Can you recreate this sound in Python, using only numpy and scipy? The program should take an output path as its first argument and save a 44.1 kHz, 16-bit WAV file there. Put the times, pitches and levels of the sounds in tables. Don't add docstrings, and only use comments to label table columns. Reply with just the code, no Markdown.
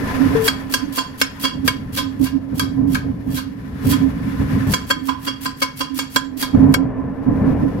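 import sys
import numpy as np
from scipy import signal
from scipy.fft import rfft, irfft, next_fast_len
from scipy.io import wavfile
from scipy.ndimage import uniform_filter1d

SR = 44100
rng = np.random.default_rng(int(sys.argv[2]) if len(sys.argv) > 2 else 0)


def to_wav(sig):
    pcm = np.clip(np.atleast_2d(sig), -1, 1) * 32767
    pcm = np.round(pcm).astype(np.int16)
    wavfile.write(sys.argv[1], SR, pcm.T)


N = 343998
TIME = np.arange(N) / SR

# contact t/s, time in the flesh/s, crunch/dB, contact rise/s, thud/dB, clack/dB, ring/dB, edge tick/dB
STROKES = [(0.478, 0.075, -20, .0006, -41, -12.5, -14, -14.5),
           (0.738, 0.044, -26, 0.00063, -21, -15.5, -15.5, -15),
           (0.976, 0.056, -24, 0.0063, -16, -25, -20, -42),
           (1.214, 0.039, -28, 0.00055, -20, -11.5, -15.5, -14),
           (1.438, 0.047, -26, 0.0068, -17, -21.5, -17, -48),
           (1.677, 0.035, -29.5, 0.0016, -17.5, -11, -16, -12),
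           (1.973, 0.052, -26.5, 0.0077, -19.5, -22.5, -22, -17),
           (2.256, 0.068, -27, 0.01, -30, -30.5, -34.5, -29.5),
           (2.595, .055, -32, 0.00066, -22.5, -19, -22.5, -15),
           (2.946, 0.076, -31.5, 0.0053, -24.5, -16, -32.5, -22.5),
           (3.367, 0.14, -29, .011, -27.5, -27.5, -34, -23.5),
           (3.922, 0.106, -20.5, 0.0061, -21, -23.5, -27.5, -24),
           (4.736, .071, -23, 0.00057, -16.5, -16, -17, -34),
           (4.902, 0.041, -33.5, 0.0032, -16, -11, -15.5, -23),
           (5.084, 0.056, -32.5, 0.0048, -11, -25, -28, -52),
           (5.268, 0.077, -30.5, 0.0073, -20.5, -25.5, -21.5, -35),
           (5.455, 0.052, -29, 0.0022, -19, -21.5, -24.5, -49),
           (5.618, .054, -33, 0.0039, -16, -14, -17.5, -25),
           (5.804, 0.048, -29.5, .004, -18.5, -24.5, -21.5, -49),
           (5.989, 0.051, -27, 0.0018, -23.5, -23.5, -23, -20.5),
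           (6.16, 0.066, -32, 0.0011, -13.5, -10, -16, -16),
           (6.425, .059, -22, 0.0027, -23, -22.5, -24.5, -18),
           (6.74, 0.088, -42.5, 0.00072, -16, -13, -19.5, -15)]
# f/Hz, width/Hz, left/dB, right/dB
KNIFE_MODES = [(1022, 14, -10.5, 1), (1104, 6, -20.5, -30), (1249, 25, -2.5, -21), (1374, 5.7, -3, -29),
               (1572, 53, 3.5, -1), (1618, 33, -4, 1), (2210, 34, 1, -2), (2823, 20, -7.5, 2.5),
               (3286, 40, 2.5, 6), (4024, 130, -32.5, -9.5), (4335, 71, -28, -22.5), (4504, 44, -8, 2),
               (4640, 120, -1, -12.5), (5100, 49, -6.5, -24), (5307, 26, -3.5, -2), (5550, 26, -4, -5.5),
               (6350, 34, -5, -20.5), (6720, 20, -3.5, -18), (7455, 26, -15, -1.5), (8070, 51, -11, -10.5),
               (8560, 31, -22.5, -8.5), (8850, 21, -13.5, -20.5), (10130, 60, -13, -13.5),
               (13400, 70, -15, -22), (13900, 70, -18, -14.5)]
# f/Hz, level/dB
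CRUNCH_SPECTRUM = [(300, -15), (1000, -9.5), (2500, -5), (4700, -8), (7000, -7), (8700, -6.5),
                   (10000, -3.5), (12500, 0), (16000, -7.5)]
CRACK_SPECTRUM = [(250, -5), (400, 0.5), (540, 12.5), (800, -18.5), (1200, 10.5), (2000, -1.5),
                  (2600, -5.5), (4600, -14), (6500, -22), (9000, -15.5), (16000, -28)]
TICK_SPECTRUM = [(1000, -16), (4000, 8), (8500, -3), (10000, 1.5), (12500, 5), (16000, -11.5)]
# t/s, rumble and hum/dB, eddies/dB
DRAUGHT_LEVELS = [(0.0, -31.5, -35), (0.35, -25, -34.5), (0.5, -33.5, -41.5), (1.0, -43, -49.5),
                  (1.63, -33, -51.5), (2.45, -33.5, -49), (2.93, -27, -49.5), (3.63, -35.5, -53),
                  (4.0, -25, -44), (4.34, -26, -47), (4.54, -20.5, -43), (4.84, -36, -50),
                  (5.97, -42, -59.5), (6.52, -38.5, -43.5), (6.69, -27, -34), (7.19, -33, -39),
                  (7.47, -24, -30), (7.8, -27, -38)]
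# start t/s, length/s, rumble/dB, hum/dB
AIR_GUSTS = [(0.239, 0.023, -20, -11.5), (0.816, 0.089, -33, -18.5), (1.524, 0.086, -29, -31),
             (1.627, 0.028, -21.5, -12), (2.192, 0.044, -22, -8), (2.31, 0.075, -30, -15),
             (2.511, 0.041, -23, -23), (2.758, 0.18, -22.5, -13), (3.03, 0.076, -25.5, -22.5),
             (3.25, 0.1, -24.5, -22), (3.827, 0.095, -17, -16), (4.005, 0.075, -23, -12),
             (4.391, 0.028, -13.5, -29), (4.493, 0.075, -19.5, -18), (4.656, 0.06, -15, -22),
             (6.527, .18, -12.5, -7), (6.749, 0.11, -33, -14.5), (7.257, 0.059, -15, -16),
             (7.399, 0.065, -15, -21), (7.592, 0.048, -21, -8.5)]
# t/s, level/dB
HISS_LEVELS = [(0, -33), (.15, -27), (.45, -28.5), (.55, -39), (1.1, -41.5), (2.4, -47.5), (3.6, -48.5),
               (3.85, -37), (4.1, -39), (4.65, -32), (4.8, -43), (6.3, -50), (6.6, -43.5), (6.9, -59.5),
               (7.2, -53), (7.45, -44.5), (7.8, -42.5)]
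# f/Hz, level/dB
RUMBLE_SPECTRUM = [(15, -21.5), (30, -14), (55, -3), (90, 1), (140, 1.5), (220, -0.5), (300, -14),
                   (420, -11), (700, -26), (1500, -41.5), (4000, -105)]
EDDY_SPECTRUM = [(100, 6.5), (300, 3.5), (470, 5), (750, -1), (1100, -9), (1650, -13), (2400, -22),
                 (4000, -47.5), (9000, -57), (16000, -58.5)]
HISS_SPECTRUM = [(300, -22), (900, 2), (1700, 6.5), (2300, 0.5), (3300, -8), (5000, -9.5), (8500, -19.5),
                 (11500, -13.5), (16000, -26.5)]
# f/Hz, width/Hz, relative level/dB
HOLLOW_MODES = [(269, 10.9, 5), (1020, 31, 12.5), (1758, 24, 7.5), (2870, 38, 2), (3400, 42, 6)]
# f/Hz, gain/dB
RIGHT_SHELTER = [(100, -2.5), (200, -2.5), (280, 8.5), (380, -11.5), (1000, -19)]

HUM_HZ, HUM_WIDTH_HZ = HOLLOW_MODES[0][:2]
HARD_CLACK_DB = -11


def knife(scatter_db=1.05, tilt_db_per_octave=1.25, even_rise_s=0.0014):
    direct, to_room = np.zeros((2, 2, N))
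    t = np.arange(14400) / SR - .14
    modes = mode_responses(len(t))
    mode_hz = np.array(KNIFE_MODES)[:, 0]
    family = np.digitize(mode_hz, [1180, 2500])
    octaves = np.log2(mode_hz / mode_hz[0])
    for when, length, crunch_db, rise, thud_db, clack_db, ring_db, tick_db in STROKES:
        tilt_db = tilt_db_per_octave * np.log2(even_rise_s / rise) * octaves * (family == 2)
        spot_db = scatter_db * rng.standard_normal(len(modes))
        struck = modes * undb(tilt_db + spot_db)[:, None, None]
        bodies = [struck[family == k].sum(axis=0) for k in range(3)]
        cut = at_peak(crunch(t, length, blade=bodies[2]), crunch_db)
        stroke = cut + knock(t, bodies, rise, thud_db, clack_db, ring_db, tick_db)
        send_db = np.interp(HARD_CLACK_DB - clack_db, [0, 7.5], [-4.5, 1.5])
        if when == STROKES[-1][0]:
            send_db = -15.5
        add(direct, stroke, when + t[0])
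        add(to_room, stroke * undb(send_db), when + t[0])
    return direct, to_room


def crunch(t, length, blade, swell_db_per_s=270, grain_db=2.5, jerk_db=3.0, entry_s=0.0083, t60=0.046):
    cells = rng.standard_normal((2, len(t)))
    cells *= undb(grain_db * np.repeat(rng.standard_normal(len(t) // 20), 20))
    jerks = np.interp(t, np.linspace(t[0], t[-1], num=80), rng.standard_normal(80))
    entry = np.clip((t + length) / entry_s, 0, 1)
    depth = np.clip((t + length) / (length - .008), 0, 1)
    swell_db = -swell_db_per_s * length * (1 - depth ** 1.11)
    bursts = cells * entry * undb(swell_db + jerk_db * jerks) * fade(t + 0.004, t60)
    flesh = unit(colour(bursts, CRUNCH_SPECTRUM))
    steel = unit(irfft(rfft(bursts) * blade))
    return flesh + undb(-11) * steel


def knock(t, bodies, rise, thud_db, clack_db, ring_db, tick_db):
    drag_s = 6 * rise
    dwells_s = np.array([0.0042, .0055, .008])
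    levels_db = (thud_db - 4.0, clack_db - 2, ring_db + 0.27)
    pressure = strike(t, rise, t60=0.0053 + drag_s, dwell=dwells_s[:, None, None])
    grate = rng.standard_normal((3, 2, len(t))) * pressure
    out = sum(at_peak(irfft(rfft(force) * body), db) for force, body, db in zip(grate, bodies, levels_db))
    first_touch = 1 + 1.2 * np.exp(-((t - .0012) / 0.0015) ** 2)
    crack, tick = rng.standard_normal((2, 2, len(t))) * first_touch
    crack = colour(crack, CRACK_SPECTRUM) * strike(t, rise, t60=0.051 + drag_s, dwell=dwells_s[0])
    tick = colour(tick, TICK_SPECTRUM) * strike(t, rise / 2, t60=0.044 + drag_s)
    out += at_peak(crack, (clack_db + ring_db) / 2 - 5.5)
    out += at_peak(tick, tick_db - 5.0)
    hum = np.sin(2 * np.pi * HUM_HZ * t) * strike(t, rise=0.005, t60=0.2)
    force_db = max(thud_db, clack_db) - HARD_CLACK_DB
    out[1] += undb(-13 + 0.17 * force_db) * hum
    return out


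def mode_responses(size):
    f = np.fft.rfftfreq(size, 1 / SR)
    return np.array([undb([[left_db], [right_db]]) * 1j * f * width / (hz ** 2 - f ** 2 + 1j * f * width)
                     for hz, width, left_db, right_db in KNIFE_MODES])


def kitchen(x, low_t60=0.32, high_t60=0.11, split_hz=6000, build_s=0.014):
    t = np.arange(SR // 2) / SR
    noise = rng.standard_normal((2, len(t)))
    low = pass_band(noise, split_hz, "low") * fade(t, low_t60)
    high = pass_band(noise, split_hz, "high") * fade(t, high_t60)
    tail = (low - undb(3) * high) * np.minimum(t / build_s, 1)
    tail /= np.sqrt(np.sum(fade(t, low_t60) ** 2))
    return undb(-6) * signal.oaconvolve(x, tail, axes=1)[:, :N]


def air():
    noise = rng.standard_normal((4, N))
    rumble_level, hum_level, eddy_level = airflow()
    rumble = steady(colour(noise[0], RUMBLE_SPECTRUM), seconds=0.21) * rumble_level
    hum = resonate(resonate(noise[0], HUM_HZ, HUM_WIDTH_HZ), HUM_HZ, width=50)
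    hum = steady(hum, seconds=0.078) * hum_level
    eddies = unit(colour(noise[1], EDDY_SPECTRUM)) * eddy_level
    hiss = unit(colour(noise[2:], HISS_SPECTRUM)) * curve(HISS_LEVELS) * undb(2.2 * waver(per_s=38))
    open_air = eddies + hiss[1]
    hollow = sum(undb(db) * resonate(open_air, hz, width) for hz, width, db in HOLLOW_MODES)
    fizz = pass_band(hiss[1], 9000, "high")
    left = rumble + eddies + hiss[0]
    right = colour(rumble, RIGHT_SHELTER) + hum
    right += undb(-0.5) * hollow + undb(-10.5) * open_air + undb(-3.5) * fizz
    return np.array([left, right])


def airflow():
    gusts = np.array(AIR_GUSTS)
    puffs = np.array([puff(start, length, attack=0.021, t60=0.17) for start, length in gusts[:, :2]])
    gust_rumble, gust_hum = np.sqrt(undb(gusts[:, 2:].T) ** 2 @ puffs ** 2)
    gust_eddies = undb(-13.5) * gust_rumble
    rumble = curve(DRAUGHT_LEVELS) * undb(3 + 2.5 * waver(per_s=14))
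    hum = curve(DRAUGHT_LEVELS) * undb(6.5 + 6.5 * waver(per_s=14))
    eddies = curve(DRAUGHT_LEVELS, column=2) * undb(8.5)
    return np.hypot(rumble, gust_rumble), np.hypot(hum, gust_hum), np.hypot(eddies, gust_eddies)


def hoot(start_s=0.349, pitch_hz=442.5, wobble=0.016, settle_s=0.0098, flutter_per_s=80):
    burst_db = 13 * np.exp(-np.maximum(TIME - start_s, 0) / settle_s)
    flutter_db = 2 * waver(flutter_per_s)
    level = undb(-12.5 + burst_db + flutter_db) * puff(start_s, length=.12, attack=0.0074, t60=0.025)
    hz = pitch_hz * (1 + wobble * waver(flutter_per_s))
    return undb([[0], [-18]]) * level * np.sin(2 * np.pi * np.cumsum(hz) / SR)


def strike(t, rise, t60, dwell=0):
    return (1 + np.tanh(t / rise - .5)) / 2 * fade(t - rise - dwell, t60)


def puff(start, length, attack, t60):
    return np.clip((TIME - start) / attack, 0, 1) * fade(TIME - start - length, t60)


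def fade(t, t60):
    return np.exp(-np.log(1000) * np.maximum(t, 0) / t60)


def waver(per_s):
    values = rng.standard_normal(2000)
    return np.interp(TIME * per_s, np.arange(len(values)), values)


def curve(rows, column=1):
    rows = np.array(rows)
    return undb(np.interp(TIME, rows[:, 0], rows[:, column]))


def colour(x, spectrum):
    hz, db = np.transpose(spectrum)
    size = next_fast_len(x.shape[-1], True)
    f = np.fft.rfftfreq(size, 1 / SR)
    gain = undb(np.interp(np.log(f + 1), np.log(hz), db))
    return irfft(rfft(x, size) * gain, size)[..., :x.shape[-1]]


def resonate(x, hz, width):
    return signal.lfilter(*signal.iirpeak(hz, hz / width, fs=SR), x)


def pass_band(x, hz, kind):
    return signal.sosfilt(signal.butter(2, hz, kind, fs=SR, output="sos"), x)


def steady(x, seconds):
    return x / np.sqrt(uniform_filter1d(x ** 2, int(seconds * SR)) + 1e-12)


def at_peak(x, db):
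    power = uniform_filter1d(np.mean(x ** 2, axis=0), SR // 100)
    return x * undb(db) / np.sqrt(power.max())


def unit(x):
    return x / np.sqrt(np.mean(x ** 2))


def undb(db):
    return 10 ** (np.asarray(db) / 20)


def add(out, x, start_s):
    i = int(start_s * SR)
    out[:, i:i + x.shape[1]] += x[:, :N - i]


def scene():
    direct, to_room = knife()
    return direct + kitchen(to_room) + air() + hoot()


def record(dry, top_hz=15900):
    low_pass = signal.ellip(10, .2, 80, top_hz, fs=SR, output="sos")
    return signal.sosfilt(low_pass, np.clip(dry, -1, 1))


dry = scene()
out = record(dry)
to_wav(out)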